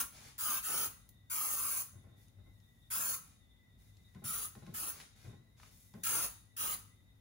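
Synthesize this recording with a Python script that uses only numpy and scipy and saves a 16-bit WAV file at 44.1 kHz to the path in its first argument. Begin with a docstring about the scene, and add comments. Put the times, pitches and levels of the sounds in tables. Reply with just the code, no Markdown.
"""Bright hisses come in short bursts as someone mists their hair with a pump bottle in a quiet bedroom.
Each jet is broadband noise, with a hollow resonance from the nozzle and a soft wash where the mist lands.
Between squeezes the trigger ticks, the bottle bumps in the hand and hair rustles by friction.
The room adds a short reverberation, and an appliance hums and whines faintly."""
import sys
import numpy as np
from scipy import signal
from scipy.fft import rfft, irfft, next_fast_len
from scipy.io import wavfile

SR = 44100
rng = np.random.default_rng(int(sys.argv[2]) if len(sys.argv) > 2 else 0)


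def transcribe(u):
    """Save the signal u as a 16-bit wav file named by the first command-line argument.

    u: samples, shape (n,) or (channels, n), limited to [-1, 1]; the rate is SR.
    q: integer samples, one column per channel.
    """
    v = np.clip(np.atleast_2d(u).T, -1, 1)
    q = np.round(v * 32767).astype(np.int16)
    wavfile.write(sys.argv[1], SR, q)


N = 317837
TIME = np.arange(N) / SR
SIZE = 2 * next_fast_len((N + SR) // 2, real=True)   # leaves a second for tails
FREQS = np.maximum(np.fft.rfftfreq(SIZE, 1 / SR), 1)


def spray(snap=0.23, close_s=0.021, wash_rise_s=0.05, sputter_db=0.5, waver_db=0.7):
    """Jet noise: flow through the open valve hisses and excites the nozzle; the mist lands just after."""
    # strokes of the pump: (start [s], stop [s], rise [s], hiss [dB], nozzle ring [dB],
    # ring brightness [dB], wash [dB], swell from start to stop [dB], lag of the left side [ms])
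    squeezes = [(-.15, 0.006, .02, -28.5, -40.5, -24, -46, -1.5, -0.068),
                (0.38, 0.58, 0.038, -33.5, -49, -1, -55.5, -3, 0.08),
                (0.626, 0.857, 0.055, -34, -51.5, 3.5, -47, -4.5, 0.69),
                (1.298, 1.808, 0.0082, -35, -52, -13.5, -58.5, 0, -0.067),
                (2.902, 3.144, 0.012, -34.5, -50, -11, -55.5, -1.5, -0.24),
                (4.239, 4.454, 0.023, -38, -56, 1.5, -57, -3, -0.25),
                (4.738, 4.902, 0.0084, -39, -54.5, -2, -56.5, -1, -0.28),
                (6.033, 6.247, 0.011, -32.5, -55.5, 9, -48.5, -2, 0.068),
                (6.565, 6.742, 0.047, -34.5, -52, 4, -48.5, -7, 0.54)]
    # spectra of the jet, the nozzle and the mist on the hair: (frequency [Hz], level [dB])
    hiss_spectrum = [(1500, -46.5), (3500, -20), (4700, -12.5), (6400, -8.5), (8000, -9.5), (9200, -6.5),
                     (11500, -2), (13600, -6.5), (14500, -4), (15600, 2.5), (17000, -2.5)]
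    nozzle_spectrum = [(300, -41), (700, -10), (1100, 0), (2000, -5), (3500, -1.5), (5000, -3), (8000, -56)]
    wash_spectrum = [(60, -10), (150, -3), (350, -3.5), (600, -5), (1000, 0.5), (3000, -29.5),
                     (9000, -29.5)]
    # resonances in the hiss and the nozzle: (frequency [Hz], width [Hz], lift [dB])
    hiss_peaks = [(6394, 280, 6), (7600, 650, 3.7), (9450, 900, 5.8), (10850, 240, 7.7), (13900, 300, 4)]
    nozzle_peaks = [(2797, 1400, 7), (4700, 310, 0.27)]
    hiss = noise(colour(hiss_spectrum, hiss_peaks))
    ring = noise(colour(nozzle_spectrum, nozzle_peaks))
    wash = noise(colour(wash_spectrum))
    dull = low_pass(ring, hz=2240)
    # the sheet of liquid breaks up unevenly, so the whole jet flutters
    flutter = from_db(sputter_db * drift(600) + waver_db * drift(51))
    out = np.zeros((2, N))
    for start, stop, rise, hiss_db, ring_db, bright_db, wash_db, swell_db, lag_ms in squeezes:
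        span = slice(max(int(start * SR), 0), int(stop * SR) + SR // 8)
        t = TIME[span]
        age = np.maximum(t - start, 0)
        travel = np.minimum(age / (stop - start), 1) - .5
        opening = 1 - (1 - snap) * np.exp(-age / rise)   # the valve snaps part open, then pressure builds
        closing = np.exp(-np.maximum(t - stop, 0) / close_s)
        flow = (t >= start) * opening * closing * from_db(swell_db * travel)
        nozzle = from_db(ring_db) * (dull[span] + from_db(bright_db) * (ring[span] - dull[span]))
        nozzle = nozzle + head_cavity(nozzle, t, age)
        landing = from_db(wash_db) * (1 - np.exp(-(age / wash_rise_s) ** 2)) * wash[span]
        jet = flow * flutter[span] * (from_db(hiss_db) * hiss[span] + nozzle + landing)
        jet = jet + arm_reflection(jet, t, travel)
        heard = bottle_sweep(jet, travel, stop - start, lag_ms)[:, :N - span.start]
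        out[:, span.start:span.start + heard.shape[1]] += heard
    return out


def head_cavity(drive, t, age, hz=1236, spread=.014, q=6.7, gain_db=18.0, sharp=.13, settle_s=.035):
    """Cavity resonance: the hollow spray head rings, starting sharp and sinking as the flow sets in."""
    ring_hz = hz * (1 + spread * rng.standard_normal())
    hollow = signal.lfilter(*signal.iirpeak(ring_hz, q, fs=SR), drive)
    ahead_s = sharp * settle_s * (1 - np.exp(-age / settle_s))
    return from_db(gain_db) * np.interp(t + ahead_s, t, hollow)


def arm_reflection(jet, t, travel, gain=0.19, mid_delay_ms=0.431, reach=0.12):
    """Comb filtering: an echo off the arm interferes with the jet; its delay slides as the bottle moves."""
    delay_s = mid_delay_ms / 1000 * (1 + reach * travel)
    return gain * np.interp(t - delay_s, t, low_pass(jet, hz=10900), left=0)


def bottle_sweep(jet, travel, length_s, lag_ms, step_s=.12):
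    """Reflections depend on position: the moving bottle fades at equal power from pattern to pattern."""
    steps = int(np.ceil(length_s / step_s))
    out = 0
    for k in range(steps + 1):
        share = np.maximum(1 - np.abs((travel + .5) * steps - k), 0)
        out += bedroom(jet * np.sqrt(share), wet_db=0.5, early_db=8.0, early_s=0.0036, lag_ms=lag_ms)
    return out


def trigger_ticks(t60_s=0.022):
    """Impact noise: brief contacts in the trigger, valve and plastic give sharp clicks."""
    # contacts: (time [s], level [dB], centre frequency [Hz])
    ticks = [(1.09, -47.5, 13500), (2.283, -62, 7000), (2.601, -66, 5000), (3.969, -61, 4900),
             (4.148, -52.5, 1090), (4.242, -44, 12000), (4.552, -50, 790), (4.665, -53.5, 2210),
             (4.745, -49, 1400), (5.001, -45, 2000), (5.013, -49, 2804), (5.599, -55, 1290),
             (5.632, -51.5, 1230), (5.938, -50, 1000), (6.036, -31, 12000)]
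    contacts = [(s, db, hz, t60_s) for s, db, hz in ticks]
    clicks = knocks(contacts, rise_s=.0003, band_ratio=1.5, top_hz=18000)
    return bedroom(clicks, wet_db=-8.0, early_db=-6.0)[:, :N]


def bottle_bumps(firm_hz=140.4, firm_db=-43.5, db_per_octave=22.5, boom_db=5.5):
    """Modal excitation: dull bumps in the hand, higher when harder, set the room's modes booming."""
    # bumps of bottle and arm: (time [s], level [dB], 60 dB decay time [s])
    bumps = [(1.93, -55, 0.55), (2.038, -57, 0.9), (2.382, -57, 0.22), (2.46, -57, 0.24),
             (4.154, -45, 0.12), (4.219, -47, 0.36), (4.558, -47.5, 0.18), (4.62, -43.5, 0.095),
             (4.668, -44.5, 0.21), (4.725, -50, 0.06), (5.245, -47.5, 0.56), (5.328, -46, 0.043),
             (5.941, -44, 0.24)]
    # standing waves of the room: (frequency [Hz], Q [-], relative level [dB])
    room_modes = [(134.2, 19, -2), (186, 21, -9), (268, 14, -10.5)]
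    contacts = [(s, db, firm_hz * 2 ** ((db - firm_db) / db_per_octave), t60) for s, db, t60 in bumps]
    thuds = knocks(contacts, rise_s=0.0019, band_ratio=1.2, top_hz=1590)
    boom = sum(from_db(db) * signal.lfilter(*signal.iirpeak(hz, q, fs=SR), thuds)
               for hz, q, db in room_modes)
    return bedroom(thuds + from_db(boom_db) * boom, wet_db=-8.5, early_db=5.0)[:, :N]


def knocks(contacts, rise_s, band_ratio, top_hz):
    """Damping: each impact is a band of noise that rises fast and decays exponentially."""
    out, white = np.zeros(N), rng.standard_normal(N)
    for start, db, hz, t60 in contacts:
        edges = [hz / band_ratio, min(hz * band_ratio, SR * .45)]
        band = signal.sosfilt(signal.butter(1, edges, "band", fs=SR, output="sos"), white)
        age = np.maximum(TIME - start, 0)
        decay = np.exp(-np.minimum(np.log(1000) * age / t60, 50))
        out += from_db(db) * (1 - np.exp(-age / rise_s)) * decay * unit_power(band)
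    return low_pass(out, top_hz)


def hair(grain_db=2.0, pivot_hz=3500, tilt_octaves=2.05, rise_s=0.014, release_s=0.021):
    """Friction noise: strands slide under the hand in grainy strokes, duller when pressed."""
    # spectrum of the rustle: (frequency [Hz], level [dB])
    spectrum = [(100, 3.5), (400, -3.5), (1500, -4), (4500, -1), (8000, 2.5), (12000, 4), (16000, 0)]
    # strokes of the hand: (start [s], length [s], level [dB], brightness [dB per octave])
    strokes = [(0.117, 0.17, -59.5, -5.5), (2.157, 0.078, -68.5, -1), (2.426, 0.7, -88, 4),
               (3.21, 0.12, -78.5, -7), (3.767, 0.12, -70.5, -1), (3.917, 0.5, -76.5, -2),
               (4.549, 0.22, -70, -4.5), (4.913, 0.11, -61.5, -6.5), (5.142, 0.14, -67.5, -5),
               (5.56, 0.12, -65, -4.5), (5.7, 0.16, -69.5, 2.5), (5.897, 0.16, -77, 3.5)]
    rustle = noise(colour(spectrum)) * from_db(grain_db * drift(110))
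    dull = low_pass(rustle, pivot_hz)
    out = np.zeros(N)
    for start, length, db, brightness in strokes:
        age = np.maximum(TIME - start, 0)
        contact = (1 - np.exp(-(age / rise_s) ** 2)) * np.exp(-np.maximum(age - length, 0) / release_s)
        tilt = from_db(tilt_octaves * brightness)
        out += from_db(db) * contact * (dull / tilt + (rustle - dull) * tilt)
    return bedroom(out, wet_db=5.0, early_db=-14.0)[:, :N]


def appliance_hum(hum_db=-64.0, apart_db=-12.0, waver_db=1.2, waver_hz=5.0):
    """Coherence falls with frequency: the wavering hum is common to both sides, the air noise diffuse."""
    # spectrum of the room tone: (frequency [Hz], level [dB])
    spectrum = [(20, -46.5), (35, -24), (50, 6.5), (70, -4.5), (100, 0.5), (140, -7), (220, -9),
                (350, -22.5), (600, -27), (1200, -33.5), (3000, -38), (6000, -41), (16000, -39.5)]
    # resonances of the hum: (frequency [Hz], width [Hz], lift [dB])
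    peaks = [(100.4, 5.8, 9.2), (193, 7.5, 1.6)]
    tone = colour(spectrum, peaks)
    side_tone = tone * np.minimum(from_db(apart_db) * (1 + (FREQS / 260) ** 2), 1)
    side = noise(side_tone) * np.sqrt(np.sum(side_tone ** 2) / np.sum(tone ** 2))
    hum = from_db(hum_db) * (noise(tone) + side * [[1], [-1]])
    return hum + (from_db(waver_db * drift(waver_hz)) - 1) * low_pass(hum, hz=254)


def appliance_whine(wander=0.018, swell_db=3.0):
    """Random modulation: jitter in pitch and level broadens two faint tones into narrow bands."""
    # tones of the appliance: (frequency [Hz], width [Hz], level [dB])
    whines = [(1980, 80, -81), (3705, 200, -80)]
    out = np.zeros((2, N))
    for hz, width, db in whines:
        pitch = hz * (1 + wander * drift(3.0)) + width / 2 * np.array([drift(width), drift(width)])
        phase = 2 * np.pi * np.cumsum(pitch, axis=1) / SR
        out += from_db(db + swell_db * drift(12)) * np.sqrt(2) * np.sin(phase)
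    return out


def bedroom(x, wet_db, early_db, early_s=0.014, lag_ms=0):
    """Reverberation: direct sound, near reflections and a tail dying band by band, drawn per position."""
    # decay of the room: (frequency [Hz], reverberation time [s])
    room_t60 = [(100, 0.19), (1200, 0.44), (5000, 0.52), (8000, 0.48), (15000, 0.29)]
    t = np.arange(SR * 3 // 4) / SR
    white = rng.standard_normal((2, 2, len(t))) / np.sqrt(SR)   # neighbouring bands get unrelated noise
    edges = np.geomspace(40, 20000, 10)
    early = from_db(early_db) * np.sqrt(2 / early_s) * np.exp(-t / early_s)
    echoes = np.zeros((2, len(t)))
    for k, (low, high) in enumerate(zip(edges, edges[1:])):
        hz = np.sqrt(low * high)
        band = signal.sosfilt(signal.butter(2, [low, high], "band", fs=SR, output="sos"), white[k % 2])
        tau = at_hz(room_t60, hz) / np.log(1000)
        tail = from_db(wet_db) * np.sqrt(2 / tau) * np.exp(-t / tau)
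        echoes += (band[0] if hz < 300 else band) * (tail + early)   # long waves reach both sides alike
    size = 2 * next_fast_len((len(x) + len(t)) // 2, real=True)
    direct = np.exp(-2j * np.pi * np.fft.rfftfreq(size, 1 / SR) * np.array([[lag_ms], [0]]) / 1000)
    return irfft(rfft(x, size) * (direct + rfft(echoes, size))) / np.sqrt(1 + np.sum(echoes ** 2) / 2)


def colour(spectrum, peaks=()):
    """Resonance: gain of a broad spectrum lifted by bell-shaped peaks."""
    lift = sum(db / (1 + (2 * (FREQS - hz) / width) ** 2) for hz, width, db in peaks)
    return from_db(at_hz(spectrum, FREQS) + lift)


def noise(gain):
    """Spectral shaping: white noise weighted at each frequency, at unit power."""
    return unit_power(irfft(rfft(rng.standard_normal(SIZE)) * gain)[:N])


def drift(rate_hz):
    """Low-passed noise: a random wander of spread 1."""
    return noise(1 / (1 + (FREQS / rate_hz) ** 2))


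def low_pass(x, hz):
    """First-order treble loss."""
    return signal.sosfilt(signal.butter(1, min(hz, SR * .45), fs=SR, output="sos"), x)


def at_hz(points, hz):
    """Interpolation on a log-frequency axis."""
    freqs, values = np.array(points).T
    return np.interp(np.log(hz), np.log(freqs), values)


def from_db(db):
    """Decibels to amplitude ratio."""
    return 10 ** (np.asarray(db) / 20)


def unit_power(x):
    """Scaling to a mean square of 1."""
    return x / np.sqrt(np.mean(x ** 2) + 1e-20)


def scene():
    """Superposition: bottle and hair sound in the room over the appliance's steady tone."""
    return spray() + bottle_bumps() + trigger_ticks() + hair() + appliance_hum() + appliance_whine()


def record(dry, split_hz=7300, apart_db=-13.0, port_lag_ms=.241, cutoff_hz=15800):
    """Crosstalk: the treble mostly shares one microphone port, the left inverted and late; the top is cut."""
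    # imbalance of the ports: (frequency [Hz], left minus right [dB])
    port_balance = [(100, 3.5), (400, 1.5), (1200, 2), (2200, 1), (4000, 2), (6300, 5.5), (8500, 0.5),
                    (16000, 0)]
    left, right = rfft(dry, SIZE)
    own = np.clip(1 / (1 + (FREQS / split_hz) ** 20) + from_db(apart_db) ** 2, 0, 1)
    shared = -right * np.exp(-2j * np.pi * FREQS * port_lag_ms / 1000)
    left = np.sqrt(own) * left + np.sqrt(1 - own) * shared
    balance = from_db(at_hz(port_balance, FREQS) * np.array([[.5], [-.5]]))
    top = 1 / np.sqrt(1 + (FREQS / cutoff_hz) ** 400)
    return irfft(np.array([left, right]) * balance * top)[:, :N]


dry = scene()
out = record(dry)
transcribe(out)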